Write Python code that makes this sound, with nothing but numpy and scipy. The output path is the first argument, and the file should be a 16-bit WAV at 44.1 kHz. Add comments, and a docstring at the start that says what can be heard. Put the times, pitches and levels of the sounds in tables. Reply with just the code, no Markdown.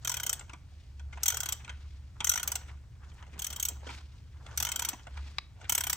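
"""A low wavering hum over moving air is heard first, then the quick clicks of a long hand ratchet in an engine bay.
On six back-swings the pawl drops once per tooth turned; each drop is a noise burst ringing steel tool and casting.
Between swings the socket knocks and taps as it is loaded, cloth rubs and swishes as filtered noise, and plastic
snaps once as a damped impulse. A diffuse garage tail follows, and two phone ports close by receive the sum."""
import sys
import numpy as np
from scipy import signal
from scipy.fft import rfft, irfft
from scipy.io import wavfile
from scipy.ndimage import uniform_filter1d

SR = 44100
rng = np.random.default_rng(int(sys.argv[2]) if len(sys.argv) > 2 else 0)


def bounce(signal):
    """Save signal as a 16-bit WAV file at the path given by the first command-line argument."""
    frames = np.transpose(np.atleast_2d(signal))
    limited = np.clip(frames, -1, 1)
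    pcm = np.round(limited * 32767).astype(np.int16)
    wavfile.write(sys.argv[1], SR, pcm)


N = 262831
TIME = np.arange(N) / SR
HIT_TIME = TIME[:4096]
BLOW = int(0.014 * SR)  # samples over which the level of a hit is defined
TOP_HZ = 16350


def undb(db):
    """Logarithmic level: decibels become an amplitude ratio."""
    return 10 ** (np.asarray(db) / 20)


def unit(x):
    """Normalisation: scale to rms 1."""
    return x / np.sqrt(np.mean(x ** 2))


def over_bins(points):
    """Interpolation on a log-frequency axis: (f/Hz, value) points give one value per FFT bin."""
    hz, value = np.transpose(points)
    bin_hz = np.arange(N // 2 + 1) * SR / N
    return np.interp(np.log(bin_hz + 1), np.log(hz), value)


def colour(x, points):
    """Spectral shaping: weight a sound by (f/Hz, level/dB) points, then scale to rms 1."""
    return unit(irfft(rfft(x) * undb(over_bins(points)), N))


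def band(x, low_hz, high_hz, order=2):
    """Causal band-pass filtering."""
    return signal.sosfilt(signal.butter(order, [low_hz, high_hz], "band", fs=SR, output="sos"), x)


def walk(rate):
    """Slow random modulation: levels held 1 / rate s, slewed from one to the next, rms 1."""
    hold = int(SR / rate)
    held = np.repeat(rng.standard_normal(N // hold + 1), hold)
    return unit(uniform_filter1d(held, hold)[:N])


def fade(fade_s, hold_s=0.002):
    """Exponential decay, after close reflections have held the blow up for an instant."""
    return np.exp(-np.maximum(HIT_TIME - hold_s, 0) / fade_s)


def swell(middle_s, half_s):
    """Gaussian envelope: a movement gathers and subsides."""
    return np.exp(-np.minimum(np.abs(TIME - middle_s) / half_s, 10) ** 2)


def place(hits, times, dbs):
    """Superposition: add hits (event, 2, sample) in time, each at its rms level over the blow."""
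    out = np.zeros((2, N + len(HIT_TIME)))
    for hit, s, db in zip(hits, times, dbs):
        i = int(s * SR)
        blow_rms = np.sqrt(np.mean(hit[:, :BLOW] ** 2))
        out[:, i:i + len(HIT_TIME)] += hit * undb(db) / blow_rms
    return out[:, :N]


# steady machine hum and mains hum: f/Hz, level/dB
HUM_TONES = [(70.9, -51), (120, -61.5), (141.8, -78)]
# spectrum of ventilation rumble and still air: f/Hz, relative level/dB
AIR_SPECTRUM = [(20, -46.5), (34, -3), (45, -3.5), (66, 4.5), (100, -0.5), (200, -20), (450, -31),
                (1200, -37), (6000, -41.5), (16000, -57)]
AIR_DB = -50


def hum(waver_db=-4.15):
    """Amplitude modulation: pure machine tones waver slowly over the broadband noise of moving air."""
    tones = 0
    for hz, db in HUM_TONES:
        amplitude = np.sqrt(2) * undb(db + waver_db * walk(5.1))
        tones = tones + amplitude * np.sin(2 * np.pi * (hz * TIME + rng.random()))
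    return tones + undb(AIR_DB) * colour(rng.standard_normal((2, N)), AIR_SPECTRUM)


# arms and body shift between swings: middle t/s, half length t/s, rubbing level/dB, sleeve swish level/dB
SHIFTS = [(0.826, 0.19, -94, -70.5), (1.176, 0.02, -49.5, -79), (1.858, 0.24, -73, -69),
          (2.702, .04, -54.5, -75), (3.193, 0.187, -59.5, -81.5), (3.918, 0.065, -48.5, -51.5),
          (4.116, 0.15, -73.5, -69), (4.515, 0.14, -57.5, -69.5), (5.258, 0.14, -62, -60)]
RESTING_DB = -79.5  # cloth never quite rests
# the sleeve slides along with each swing; rise and fall are exponential time constants
SLEEVE_LEAD_S, SLEEVE_RISE_S, SLEEVE_FALL_S = 0.01, 0.063, 0.13
# the glove scuffs after every knock, relative to the knock column of KNOCKS
SCUFF_DB, SCUFF_S = -22, 0.025


def sliding():
    """Addition of powers: the rubbing grows before each swing, decays after it, and swells with shifts and scuffs."""
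    power = undb(RESTING_DB) ** 2
    for s, half_s, db, _ in SHIFTS:
        power = power + (undb(db) * swell(s, half_s)) ** 2
    for course, *_, sleeve_db in SWINGS:
        early = np.maximum(course[0][0] - SLEEVE_LEAD_S - TIME, 0) / SLEEVE_RISE_S
        late = np.maximum(TIME - course[-1][0], 0) / SLEEVE_FALL_S
        power += (undb(sleeve_db) * np.exp(-early - late)) ** 2
    for s, knock_db, *_ in KNOCKS:
        i = int(s * SR)
        power[i:i + len(HIT_TIME)] += (undb(knock_db + SCUFF_DB) * fade(SCUFF_S)) ** 2
    return np.sqrt(power)


# spectrum of the rubbing cloth: f/Hz, relative level/dB
CLOTH_SPECTRUM = [(100, 5.5), (300, -3), (600, -2.5), (950, 1), (1500, -1), (4500, -13.5), (7000, -15),
                  (16000, -42.5)]


def rubbing(catch_db=1.5, flutter_db=5.0, fibre_db=2.5):
    """Stick-slip friction: cloth moves in small catches and slips, each register fluttering independently."""
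    edges = np.geomspace(90, TOP_HZ, 8)
    slip = 0
    for low_hz, high_hz in zip(edges, edges[1:]):
        register = band(rng.standard_normal((2, N)), low_hz, high_hz)
        slip = slip + register * undb(flutter_db * walk(45))
    strength = sliding() * undb(catch_db * walk(55))
    return strength * colour(slip * undb(fibre_db * walk(500)), CLOTH_SPECTRUM)


def teeth(course, *levels):
    """Kinematics of the pawl: integrated handle speed gives one drop per tooth; rows are
    (t/s, speed/teeth per s, click level/dB, levels of the swing)."""
    s, speed, db = np.transpose(course)
    t = np.arange(s[0], s[-1], 1 / SR)
    turned = np.cumsum(np.interp(t, s, speed)) / SR
    drops = np.interp(np.arange(turned[-1]), turned, t)
    return [(drop, np.interp(drop, s, speed), np.interp(drop, s, db), *levels) for drop in drops]


GRIP_WIDTH_HZ = 85  # damping by the gloved hand, added to the width of every resonance


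def ring(x, modes):
    """Modal superposition: a sum of damped resonances (f/Hz, width/Hz, level/dB), widened by the grip."""
    rung = 0
    for hz, width_hz, db in modes:
        quality = hz / (width_hz + GRIP_WIDTH_HZ)
        rung = rung + undb(db) * signal.lfilter(*signal.iirpeak(hz, quality, fs=SR), x)
    return rung


# resonances of the ratchet seated on the cap: f/Hz, width/Hz before the grip, level/dB
TOOL_MODES = [(983, 14, 1), (1207, 150, -11), (1445, 37, 6.5), (2144, 500, -1.5), (3106, 160, -0.5),
              (5990, 74, 4.5), (6422, 81, 5.5), (7590, 370, -1), (8034, 85, 0), (11805, 120, -9),
              (12860, 260, -4), (15350, 740, 8)]


def strikes(times, levels, parts, rebound_s, rebound, crack_db, grit, scatter_db):
    """Impact excitation: steel lands, rebounds once and chatters; the tool's modes ring in each part's register."""
    chance = rng.standard_normal((len(times), 6, len(HIT_TIME)))
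    # own[k] holds one random number per hit
    own = chance[:, 5, :, None, None].swapaxes(0, 1)
    lag_s = rebound_s * np.exp(0.3 * own[-1])
    # tiny impacts of uneven size, smeared by the crowded engine bay
    chatter = np.exp(grit * np.repeat(chance[:, 4:5, :256], 16, axis=-1))
    # spectrum of a blow repeated a moment later
    hz = np.fft.rfftfreq(len(HIT_TIME), 1 / SR)
    repeat = 1 + rebound * np.exp(-2j * np.pi * hz * lag_s)
    out = 0
    for (low_hz, high_hz, fade_s), dbs in zip(parts, levels):
        burst = chance[:, :4] * chatter * fade(fade_s)
        force = irfft(rfft(burst) * repeat)
        rung = 0
        for mode, luck in zip(TOOL_MODES, own):
            if low_hz / 2 < mode[0] < 2 * high_hz:
                # every contact favours other modes
                rung = rung + undb(scatter_db * luck) * ring(force[:, :2], [mode])
        crack = undb(crack_db) * force[:, 2:]
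        out = out + place(band(rung + crack, low_hz, high_hz, order=4), times, dbs)
    return out


# course of the hand on each back-swing: t/s, handle speed/teeth per s, click level/dB
SWING_1 = [(0.048, 34.4, -38.6), (0.0786, 48.6, -34.6), (0.2058, 29.1, -40.6), (0.2935, 34.4, -32.1),
           (0.3364, 20.3, -35.0)]
SWING_2 = [(1.232, 35.8, -32.2), (1.287, 48.1, -25.3), (1.3216, 49.7, -42.9), (1.3927, 26.5, -33.2),
           (1.4336, 40.0, -39.9), (1.5305, 24.7, -34.1)]
SWING_3 = [(2.244, 38.2, -31.5), (2.2926, 43.1, -30.5), (2.3758, 54.7, -37.9), (2.4005, 33.7, -43.5),
           (2.4449, 20.6, -31.5), (2.5626, 28.4, -35.3)]
SWING_4 = [(3.392, 33.6, -40.0), (3.4648, 47.1, -35.9), (3.4701, 18.4, -41.8), (3.52, 46.0, -44.3),
           (3.553, 21.2, -42.1), (3.6423, 41.5, -31.1), (3.6932, 19.2, -36.0)]
SWING_5 = [(4.5743, 37.3, -33.7), (4.6489, 43.0, -32.6), (4.6493, 59.4, -44.7), (4.7361, 20.3, -35.3),
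           (4.819, 39.6, -38.2), (4.8949, 18.0, -31.8)]
SWING_6 = [(5.6948, 37.5, -28.7), (5.8689, 31.7, -38.9), (5.8792, 36.3, -32.9), (5.9364, 28.9, -33.0)]
# back-swings: course, casting level/dB, handle level/dB, head and pawl level/dB against the click,
# sleeve level/dB; handle speed, click level and chance shift the part levels from tooth to tooth
SWINGS = [(SWING_1, -43, -40.5, -1.5, 0, -55.5), (SWING_2, -45, -40.5, -1.4, -.5, -55),
          (SWING_3, -42, -42, 0, -0.84, -54.5), (SWING_4, -54, -43, -2.4, 0.65, -55),
          (SWING_5, -42, -39, -0.74, 0.23, -52), (SWING_6, -39.5, -40, -4.1, 1.9, -51)]
# registers of casting, handle, head and pawl: low f/Hz, high f/Hz, fade time constant t/s
RATCHET_PARTS = [(620, 2520, 0.0054), (2730, 5510, 0.0061), (5650, 6890, 0.0038), (7090, 13770, 0.0048)]
# teeth that catch and snap back hard: t/s, extra click level/dB
HARD_DROPS = [(0.094, 2), (1.258, 0), (1.403, 1), (1.28, 2), (2.244, 1.5), (2.293, 7.5), (4.887, 0),
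              (5.722, 1), (5.75, 2), (5.897, 2)]
# the bare steel socket rings on after each click: f/Hz, 60 dB decay time t/s, level/dB
SOCKET_RING = [(3224, 0.1, 0.5), (5910, 0.35, -5)]
USUAL_TEETH_PER_S = 36
TOOTH_MATCH_S = 0.008  # a hard drop applies to teeth this near
TOOTH_DB = 0.8  # random spread of each part's level from tooth to tooth
# a fast handle shakes casting and head, a slow one lets the pawl stand out (dB per doubling of speed)
CASTING_SPEED_DB, HEAD_SPEED_DB, PAWL_SPEED_DB = 4.5, 4.2, -2.5


def ratchet():
    """Periodic impacts on coupled resonators: each pawl drop shakes four parts, and the socket rings on."""
    drops = np.vstack([teeth(*swing) for swing in SWINGS])
    times, speed, click, casting, handle, head, pawl, _ = drops.T
    click = click + sum(db * (np.abs(times - s) < TOOTH_MATCH_S) for s, db in HARD_DROPS)
    haste = np.log2(speed / USUAL_TEETH_PER_S)
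    uneven = TOOTH_DB * rng.standard_normal((len(times), 4)).T
    levels = uneven + [casting + CASTING_SPEED_DB * haste,
                       handle + (click - np.mean(click)) / 2,
                       head + click + HEAD_SPEED_DB * haste,
                       pawl + click + PAWL_SPEED_DB * haste]
    clicks = strikes(times, levels, RATCHET_PARTS, rebound_s=0.0018, rebound=0.65,
                     crack_db=-10.5, grit=0.36, scatter_db=3.5)
    ringing = 0
    for hz, t60_s, db in SOCKET_RING:
        quality = hz * t60_s * np.pi / np.log(1000)
        ringing = ringing + undb(db) * signal.lfilter(*signal.iirpeak(hz, quality, fs=SR), clicks)
    return clicks + ringing


def taps(count=70, knock_db=-2, thud_db=-12, edge_db=-9, spread_db=3.5):
    """Random point process: light touches of glove and tool, as strong as the movement; rows are
    (t/s, knock level/dB, thud level/dB, metal edge level/dB)."""
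    when, luck = rng.random((count, 2)).T
    # one touch at a random moment in each equal time slot
    times = (np.arange(count) + when) / count * TIME[-1]
    movement_db = 20 * np.log10(np.interp(times, TIME, sliding()))
    db = movement_db + spread_db * (2 * luck - 1)
    return np.column_stack([times, db + knock_db, db + thud_db, db + edge_db])


# the socket takes up its slack and the handle bumps: t/s, then knock, thud and metal edge level/dB
# before the offsets in socket()
KNOCKS = [(0.393, -43, -70, -39.5), (0.408, -37.5, -84, -58), (0.495, -38.5, -73, -53),
          (0.533, -38.5, -50.5, -48.5), (0.995, -44.5, -83, -54.5), (1.126, -37.5, -70.5, -62),
          (1.131, -47, -75, -56.5), (1.173, -39, -55, -58), (1.646, -44, -81, -48),
          (1.677, -35.5, -67, -58), (1.693, -30.5, -66, -46.5), (2.204, -26.5, -52, -33.5),
          (3.225, -43, -67, -64.5), (3.867, -38.5, -43.5, -55), (3.891, -31.5, -49.5, -65),
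          (4.463, -43.5, -58, -49.5), (4.931, -35, -46.5, -43), (5.068, -38.5, -47, -55),
          (5.173, -38.5, -63, -60), (5.613, -45, -58, -56)]
# registers of thud, knock and metal edge: low f/Hz, high f/Hz, fade time constant t/s
KNOCK_PARTS = [(223, 724, 0.0077), (756, 3200, 0.0093), (2650, 8480, 0.0041)]


def socket(edge_db=-4.0, knock_db=-10, thud_db=-0.5):
    """Impact on load reversal: duller knocks as the slack is taken up, with light taps between them."""
    knocks = np.array(KNOCKS) + [0, knock_db, thud_db, edge_db]
    times, knock, thud, edge = np.vstack([knocks, taps()]).T
    return strikes(times, [thud, knock, edge], KNOCK_PARTS, rebound_s=0.000948, rebound=1.0,
                   crack_db=-4.5, grit=0.35, scatter_db=5.5)


def swish(catch_db=3.0, low_hz=1700, high_hz=5200):
    """Friction noise: a sleeve that moves fast adds a brighter band of hiss."""
    strength = sum(undb(db) * swell(s, half_s) for s, half_s, _, db in SHIFTS)
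    hiss = unit(band(rng.standard_normal((2, N)), low_hz, high_hz))
    return strength * undb(catch_db * walk(110)) * hiss


# resonances of the snapping plastic: f/Hz, width/Hz before the grip width is added, level/dB
SNAP_MODES = [(1146, 480, 3.5), (2340, 630, 11.5), (3900, 630, 11), (4500, 550, -7)]
SNAP_S, SNAP_DB = 5.3843, -31.5


def snap(scatter=0.11, scatter_s=0.002):
    """Impulse response: one sharp release in well-damped plastic, with a little scatter from nearby parts."""
    force = scatter * rng.standard_normal((2, len(HIT_TIME))) * fade(scatter_s)
    force[:, 0] += 1  # the impulse
    return place([band(ring(force, SNAP_MODES), 770, 4200)], [SNAP_S], [SNAP_DB])


GARAGE_T60_S, GARAGE_DB = 0.36, -18.5


def garage(x, gap_s=0.012, treble_t60_s=0.24):
    """Diffuse reverberation: convolution with decaying noise, whose treble dies first."""
    t = TIME[:SR]
    noise = rng.standard_normal((2, SR))
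    body = band(noise, 130, 6800) * undb(-60 * t / GARAGE_T60_S)
    treble = band(noise, 13000, TOP_HZ) * undb(-60 * t / treble_t60_s)
    tail = (body + treble) * np.minimum(t / gap_s, 1)
    # the tail has unit energy, averaged over its two rows
    return undb(GARAGE_DB) * signal.fftconvolve(x, unit(tail) / np.sqrt(SR), axes=1)[:, :N]


# phase between the two ports: f/Hz, lead of left over right/rad
PORT_PHASE = [(1200, .1), (3000, 1.2), (4600, 1.2), (6000, .2), (7400, .8), (8400, 0), (10250, -3.14),
              (12000, -6.28), (15400, -12.56)]
# likeness of the two ports: f/Hz, likeness from 0 to 1
PORT_LIKENESS = [(70, 1), (600, 0.61), (3400, 0.86), (5000, 0.17), (6300, 0.5), (12000, 1)]
# balance of the two ports: f/Hz, left minus right level/dB
PORT_BALANCE = [(1000, -0.7), (1480, -2), (1800, 2), (3200, 1), (5200, 2), (11000, 0)]


def ports(x):
    """Coherence and diffraction: row 0 is common, row 1 opposed; the phone's body shifts phase and balance."""
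    common, diffuse = rfft(x)
    likeness = np.clip(over_bins(PORT_LIKENESS), 0, 1)
    common = common * np.sqrt((1 + likeness) / 2)
    diffuse = diffuse * np.sqrt((1 - likeness) / 2)
    # half of each difference goes to either port
    lean = undb(over_bins(PORT_BALANCE) / 2) * np.exp(1j * over_bins(PORT_PHASE) / 2)
    return irfft(np.array([(common + diffuse) * lean, (common - diffuse) / lean]), N)


def scene():
    """Linear superposition: tool, knocks and cloth with their reverberation, over the hum."""
    work = undb(0.5) * ratchet() + undb(-1) * socket() + rubbing() + swish()
    # the snap is close to the phone and stirs the room less
    near = snap()
    return ports(work + near + garage(work + undb(-6) * near) + hum())


def record(dry):
    """Band limitation: a steep low-pass, the phone cuts the top."""
    return signal.sosfilt(signal.ellip(8, 0.2, 70, TOP_HZ, fs=SR, output="sos"), dry)


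dry = scene()
out = record(dry)
bounce(out)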